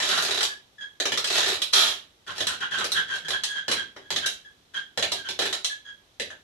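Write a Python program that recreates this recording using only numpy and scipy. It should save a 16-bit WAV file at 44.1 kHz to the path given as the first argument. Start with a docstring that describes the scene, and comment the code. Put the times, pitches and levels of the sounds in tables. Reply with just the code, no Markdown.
"""Crank and rubber bands in a bare room

A toy launcher on a wooden floor is wound by its crank in a small, bare room. Twisting rubber bands rub
and snap over each other, as ticks and slip noise that knock the frame; once they slip in a loud zip.
The crank shaft squeaks in its bearing, a few wavering partials, and the base rumbles on the floor.
Two unlike microphones hear it all, mostly by way of the walls, over the faint air of the room."""
import sys
import numpy as np
from scipy import signal
from scipy.fft import rfft, irfft
from scipy.io import wavfile

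SR = 44100
rng = np.random.default_rng(int(sys.argv[2]) if len(sys.argv) > 2 else 0)


def output_pcm(signal):
    """Save a mono or channel-first signal as 16-bit PCM at the path in sys.argv[1].

    Samples are clipped to [-1, 1] before scaling.
    """
    pcm = np.clip(np.atleast_2d(signal).T, -1, 1) * 32767
    wavfile.write(sys.argv[1], SR, np.round(pcm).astype(np.int16))


N = 283560
T = np.arange(N) / SR  # seconds

# Pushes on the crank, each a squeak of the bearing.
# Each row: start in seconds, length in seconds, pitch in Hz, relative level in dB.
CRANK_PUSHES = [(.07, 0.1516, 1446, -26), (0.485, 0.046, 1683, -34), (0.781, 0.015, 1680, -37.5),
                (.803, 0.032, 1660, -30), (2.264, 0.055, 1430, -32), (2.459, 0.087, 1488, -31),
                (2.599, .046, 1557, -28), (2.705, 0.067, 1571, -24), (2.771, 0.058, 1393, -29),
                (2.94, 0.063, 1599, -20.5), (2.985, 0.022, 1204, -46), (3.076, 0.092, 1591, -26),
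                (3.245, .02, 1610, -29.5), (3.331, 0.022, 1599, -22), (3.47, 0.077, 1654, -29.5),
                (3.547, 0.049, 1621, -28.5), (3.752, 0.067, 1617, -27.5), (4.009, 0.078, 1655, -49),
                (4.211, 0.064, 1612, -28.5), (4.445, .027, 1677, -41), (4.736, 0.048, 1621, -26),
                (5.142, 0.07, 1634, -37), (5.243, 0.037, 1588, -31.5), (5.695, 0.034, 1678, -30),
                (5.845, 0.064, 1655, -37.5), (6.303, 0.0059, 1690, -31)]


def undb(db):
    """Turn decibels into an amplitude factor."""
    return 10 ** (np.asarray(db) / 20)


def on_log_axis(points, hz):
    """Join (Hz, value) points by straight lines over log frequency."""
    f, value = np.transpose(points)
    return np.interp(np.log(hz + 1), np.log(f), value)


def colour(x, points, modes=(), size=2048):
    """Causal minimum-phase filter: a smooth (Hz, dB) outline with resonant (Hz, width Hz, lift dB) peaks."""
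    hz = np.arange(size // 2 + 1) * SR / size
    peaks = sum(lift / (1 + (2 * (hz - f) / width) ** 2) for f, width, lift in modes)
    db = on_log_axis(points, hz) + peaks
    # folding the cepstrum forward in time puts all of the response after the blow
    cepstrum = irfft(np.log(undb(db)))
    cepstrum[1:size // 2] *= 2
    cepstrum[size // 2 + 1:] = 0
    response = irfft(np.exp(rfft(cepstrum)))
    return signal.fftconvolve(x, response)[:N]


def cut(x, hz, kind, order=2):
    """Low-, high- or band-pass."""
    return signal.sosfilt(signal.butter(order, hz, kind, fs=SR, output="sos"), x)


def wander(hz):
    """Smooth chance of spread 1, mostly slower than hz."""
    x = cut(rng.standard_normal(N), hz, "low")
    return x / x.std()


def stroke(start, length, edge):
    """A push that swells and lets go; edge is the share of its length spent on each."""
    u = (T - start) / length
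    return np.clip(np.minimum(u, 1 - u) / edge, 0, 1)


def slips(rate, spread_db):
    """Tiny slips of uneven size at chance moments, rate per second, rms 1."""
    moments = rng.random(N) < rate / SR
    signs = rng.choice([-1, 1], N)
    sizes = undb(spread_db * np.minimum(rng.exponential(size=N), 3))
    x = moments * signs * sizes
    return x / x.std()


def force(x, knock, top, knock_hz=720, top_hz=5200):
    """Join the low push on the frame, the middle and the sharp top of a contact, each weighed apart."""
    low, high = cut(knock, knock_hz, "low"), cut(top, top_hz, "high")
    return cut(x, [knock_hz, top_hz], "band") - low - high


def diffuse(size, alike=0.85, rumble_hz=32, ports_m=0.16):
    """Noise spectra from all sides at two spaced ports: alike in the bass, not in treble or deepest rumble."""
    hz = np.arange(size // 2 + 1) * SR / size
    sound_m_per_s = 343
    likeness = min(alike, 1) * np.sinc(hz * ports_m / (sound_m_per_s / 2))
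    likeness = likeness * (1 - np.exp(-(hz / rumble_hz) ** 2))
    mid, side = rfft(rng.standard_normal((2, size)))
    shared = mid * np.sqrt((1 + likeness) / 2)
    opposed = side * np.sqrt((1 - likeness) / 2)
    return hz, shared + np.array([[1], [-1]]) * opposed


def hush(db=-57.5):
    """Faint steady air of the room: coloured noise from all sides."""
    # Outline of the air. Each row: frequency in Hz, relative level in dB.
    air_outline = [(20, -5), (50, 7.5), (85, 8.5), (180, 6), (400, 6.5), (1000, 2.5), (3000, -0.5),
                   (5700, -2), (8500, -11.5), (12000, -13), (13500, -31.5)]
    air = irfft(diffuse(N)[1], N)
    return undb(db) * np.array([colour(ear, air_outline) for ear in air])


def load(hz, free_hz=1710.3, full_load_drop_hz=309):
    """Load on the crank, up to 1: it drags the squeak below its free pitch."""
    return np.clip((free_hz - hz) / full_load_drop_hz, .02, 1)


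def effort(edge=0.076):
    """Relative force of the hand on the crank over time: strong, loaded pushes count most."""
    return sum(undb(db) * load(hz) * stroke(s, length, edge) for s, length, hz, db in CRANK_PUSHES)


def rubs(top_db=-2, scrape_db=-1, scrape_knock_db=-5):
    """Taut rubber sticks and slips in a fast uneven scratch, in long rubs and under each push on the crank."""
    # Long rubs of band on band. Each row: start in seconds, length in seconds, relative level in dB,
    # knock of the frame in dB against the rub.
    rub_rows = [(0, 0.14, -23, -31), (0.203, 0.16, -36, 1.5), (1.318, .11, -20.5, -14),
                (1.425, 0.082, -37, -10), (2.344, .09, -33.5, -6), (5.406, 0.054, -31.5, -5)]
    grit = slips(rate=330, spread_db=1.5) * undb(2 * wander(49))
    pushes = [(undb(db) * stroke(s, length, edge=0.13), undb(knock)) for s, length, db, knock in rub_rows]
    pushes.append((undb(scrape_db) * effort(), undb(scrape_knock_db)))
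    scratch = grit * sum(push for push, _ in pushes)
    knocks = grit * sum(push * knock for push, knock in pushes)
    return force(scratch, knocks, scratch * undb(top_db))


def snaps(rows, scuff_s=0.003, scuff_db=-1, gain_db=25, knock_db=8, top_db=-6, top_per_knock=0.39, size=2048):
    """Each snap is a sharp tick and a few milliseconds of scuffing rubber."""
    # The hollow base's thump under a knock. Each row: frequency in Hz, lift in dB.
    thump_outline = [(50, -3.5), (100, 2), (170, 1.5), (240, -3), (310, 2.5), (400, 2.5), (510, 2.5),
                     (680, 0), (1500, 4.5)]
    out, t = np.zeros((3, N + size)), np.arange(size) / SR
    for (s, db, knock), grit in zip(rows, rng.standard_normal((len(rows), size))):
        scuff = grit * np.exp(-t / scuff_s)
        contact = undb(scuff_db) * scuff / np.linalg.norm(scuff)
        contact[0] += 1  # the tick
        # a band that misses the frame cracks brighter
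        shares_db = np.array([[0], [knock + knock_db], [top_db - top_per_knock * knock]])
        i = int(s * SR)
        out[:, i:i + size] += undb(gain_db + db + shares_db) * contact
    body, knock, top = out[:, :N]
    return force(body, colour(knock, thump_outline), top)


def squeaks(jitter=0.187, bend=0.0498, flutter_db=7, sag=0.0705, edge=0.22,
            octave_db=-8.5, octave_load=0.19, third_db=-25, fourth_db=-23):
    """The dry bearing sticks and slips near one pitch; load adds the octave, bends and smears it to a rasp."""
    # One break into the upper register: start in seconds, length in seconds (negative, so it runs
    # backwards and ends at its start), pitch in Hz, relative level in dB, roughness from 0 to 1.
    squeal = (5.5, -0.0038, 3503, -32, .3)
    out, flutter = np.zeros(N), wander(89)
    grip = jitter * wander(706) + bend * wander(45.5)
    loaded_pushes = [(*row, load(row[2])) for row in CRANK_PUSHES]
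    for s, length, hz, db, rough in loaded_pushes + [squeal]:
        push = stroke(s, length, edge)
        on = push > 0
        progress = (T[on] - s) / length
        pitch = hz * (1 + rough * (grip[on] - sag * (progress - .5)))
        phase = 2 * np.pi * np.cumsum(pitch) / SR
        octave = undb(octave_db) * min(rough / octave_load, 1)
        partials = [1, octave, undb(third_db), undb(fourth_db)]
        tone = sum(gain * np.sin((k + 1) * phase) for k, gain in enumerate(partials))
        level = undb(db + flutter_db * min(rough, .5) * flutter[on])
        out[on] += level * push[on] * tone
    return out


def rumble(db=-9):
    """The hands shake the base on the floor with each crank push, and now and then it rocks: low noise."""
    # Outline of the rumble. Each row: frequency in Hz, relative level in dB.
    floor_outline = [(30, -26), (60, -12), (95, 3.5), (140, -6), (200, 6.5), (300, -7), (600, -32),
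                     (2000, -60)]
    # The base rocks on the floor. Each row: start in seconds, length in seconds, relative level in dB.
    rock_rows = [(3.223, .09, -28), (4.1, 0.093, -24)]
    rocking = sum(undb(level) * stroke(s, length, edge=0.19) for s, length, level in rock_rows)
    push = effort() + rocking
    return undb(db) * colour(rng.standard_normal(N) * push, floor_outline)


def runs(size=16, jitter_s=.002, scatter_db=2.5):
    """Twists ride over each other: rows of snaps at a nearly even rate, each a little off in time and strength."""
    # Each row: start in seconds, length in seconds, snaps per second, mean relative level in dB,
    # mean knock of the frame in dB against the snap.
    run_rows = [(0.09, 0.15, 44.5, -22.5, -27), (0.2488, .145, 31.5, -18.5, -14.5),
                (1.2747, 0.27, 37.5, -18.5, -17.5)]
    rows = []
    for (start, length, rate, db, knock), chance in zip(run_rows, rng.standard_normal((len(run_rows), size, 3))):
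        for k, (late, hard, heavy) in enumerate(chance):
            if k / rate < length:
                s = start + k / rate + jitter_s * late
                rows.append((s, db + scatter_db * hard, knock + scatter_db * heavy))
    return rows


def zip_slip(start_s=1.7268, peak_db=-14.5, build_s=0.037, build_db=7.5, run_s=0.16, fade_db_per_s=86,
             stop_db_per_s=179.5, knock_db=-13, top_db=1):
    """The twist runs loose: very dense bright slips build, whirr and run down, with little weight on the frame."""
    age = T - start_s
    build = build_db * np.clip(1 - age / build_s, 0, 1)
    fade = fade_db_per_s * np.maximum(age - build_s, 0)
    stop = stop_db_per_s * np.maximum(age - run_s, 0)  # steepens the fade
    x = slips(rate=2500, spread_db=3.0) * undb(peak_db - build - fade - stop) * (age > 0)
    outline = [(500, 0.5), (1150, 3.5), (2000, 1.5), (8000, 0.5), (13500, 6)]  # (Hz, dB)
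    whirr = (3300, 800, 4)  # (Hz, width Hz, lift dB)
    x = colour(x, outline, [whirr])
    return force(x, x * undb(knock_db), x * undb(top_db))


def room(x, left_db=-8, right_db=-13, early_db=-8, early_s=.032, build_s=0.00013, size=24576, count=10):
    """One spot's way to the microphones: direct path, a few hard reflections, then a tail that changes colour."""
    # Time for the tail to fall by 60 dB. Each row: frequency in Hz, time in seconds.
    decay_times = [(150, 0.59), (400, .36), (1040, 0.26), (2760, 0.33), (7280, 0.24), (14000, 0.26)]
    hz, noise = diffuse(size)
    t, centres = np.arange(size) / SR, np.geomspace(60, 15000, count)
    tail = 0
    for centre, band in zip(centres, np.eye(count)):
        part = irfft(noise * on_log_axis(np.c_[centres, band], hz))
        tail = tail + part * undb(-60 * t / on_log_axis(decay_times, centre))
    tail = tail * (1 - np.exp(-t / build_s))
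    response = tail / np.sqrt(np.sum(tail ** 2) / 2)
    response[:, 0] += undb([left_db, right_db])  # direct sound
    for ear in response:
        arrivals = (rng.random(count) * early_s * SR).astype(int)
        ear[arrivals] += undb(early_db) * rng.choice([-1, 1], count) / np.sqrt(count)
    return signal.oaconvolve(x[None], response, axes=1)[:, :N]


def scene(count=3):
    """The bands touch the frame at several spots, and each spot stirs the room in its own way."""
    # Single snaps of a band. Each row: start in seconds, relative level in dB,
    # knock of the frame in dB against the snap.
    snap_rows = [(.002, -17.5, -11.5), (.0278, -18.5, -10.5), (.4075, -16, -15.5), (.4305, -18, -36.5),
                 (1.0009, -17, -11.5), (1.055, -14.5, -9), (1.1203, -15.5, -12.5), (1.1748, -15.5, -13.5),
                 (1.2432, -17.5, -19), (1.48, -14.5, -7.5), (1.6186, -20, -36), (1.7344, -13, -30),
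                 (2.381, -26, -21), (2.4059, -17.5, -4.5), (2.4697, -18.5, -34), (2.786, -22.5, -13),
                 (2.8432, -18, -15.5), (2.9188, -22.5, -45), (3.2839, -21, -16), (3.3057, -21, -18.5),
                 (3.4362, -22, -42.5), (3.6815, -17, -7), (3.7151, -14, -14), (3.964, -35.5, 1.5),
                 (4.1046, -18, -10.5), (4.1616, -19, -20.5), (4.2614, -21, -38), (4.9752, -16.5, -7.5),
                 (5.0257, -14.5, -8), (5.1192, -16, -13.5), (5.2882, -20.5, -9.5), (5.3904, -16, -9),
                 (5.4207, -17.5, -7.5), (5.4553, -19.5, -12), (5.5278, -20, -22), (5.6458, -24, -45.5),
                 (6.1982, -18.5, -5.5), (6.3037, -37, -4)]
    # Outline of the frame. Each row: frequency in Hz, relative level in dB.
    frame_outline = [(40, -31), (90, -11), (155, -18), (220, -5), (380, -5.5), (600, 0.5), (950, -5.5),
                     (1400, -2), (2400, -2.5), (4000, -1), (6500, -6), (9000, -14.5), (11300, -14),
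                     (14000, -39)]
    # Resonances of the frame. Each row: frequency in Hz, width in Hz, lift in dB.
    frame_modes = [(387.6, 54, 9.5), (1293, 360, 1), (1768, 310, 4.5), (3190, 100, -0.5), (7230, 240, 2),
                   (8120, 177, 5)]
    contacts = [snaps(snap_rows[spot::count]) for spot in range(count)]
    contacts += [rubs(), zip_slip(), snaps(runs(), scuff_s=0.0021, scuff_db=-4, top_db=-5.5)]
    bands = sum(room(colour(x, frame_outline, frame_modes)) for x in contacts)
    # the crank stands clear above the frame, so more of its squeak arrives directly
    crank = room(squeaks() + rumble(), left_db=-3.5, right_db=-10.5)
    return bands + crank + hush()


def record(dry, hiss_db=-76, top_hz=14500):
    """The left port is open and bright; the right one honks near 3.5 kHz and is dull above; both hiss."""
    # Responses of the two microphones. Each row: frequency in Hz, level in dB.
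    left_mic = [(100, 2), (1000, -2), (2400, -1.5), (3600, -5), (6000, 2), (14000, 3)]
    right_mic = [(100, 1), (550, -1.5), (1300, -0.5), (2300, -2.5), (2800, 0.5), (3150, 6.5), (4050, 6.5),
                 (4700, -2.5), (6000, -5), (8000, -14.5), (11000, -26), (14000, -10.5)]
    heard = np.array([colour(dry[0], left_mic), colour(dry[1], right_mic)])
    heard = heard + undb(hiss_db) * rng.standard_normal((2, N))
    # steep upper limit
    return signal.sosfilt(signal.ellip(8, .2, 70, top_hz, fs=SR, output="sos"), heard)


dry = scene()
out = record(dry)
output_pcm(out)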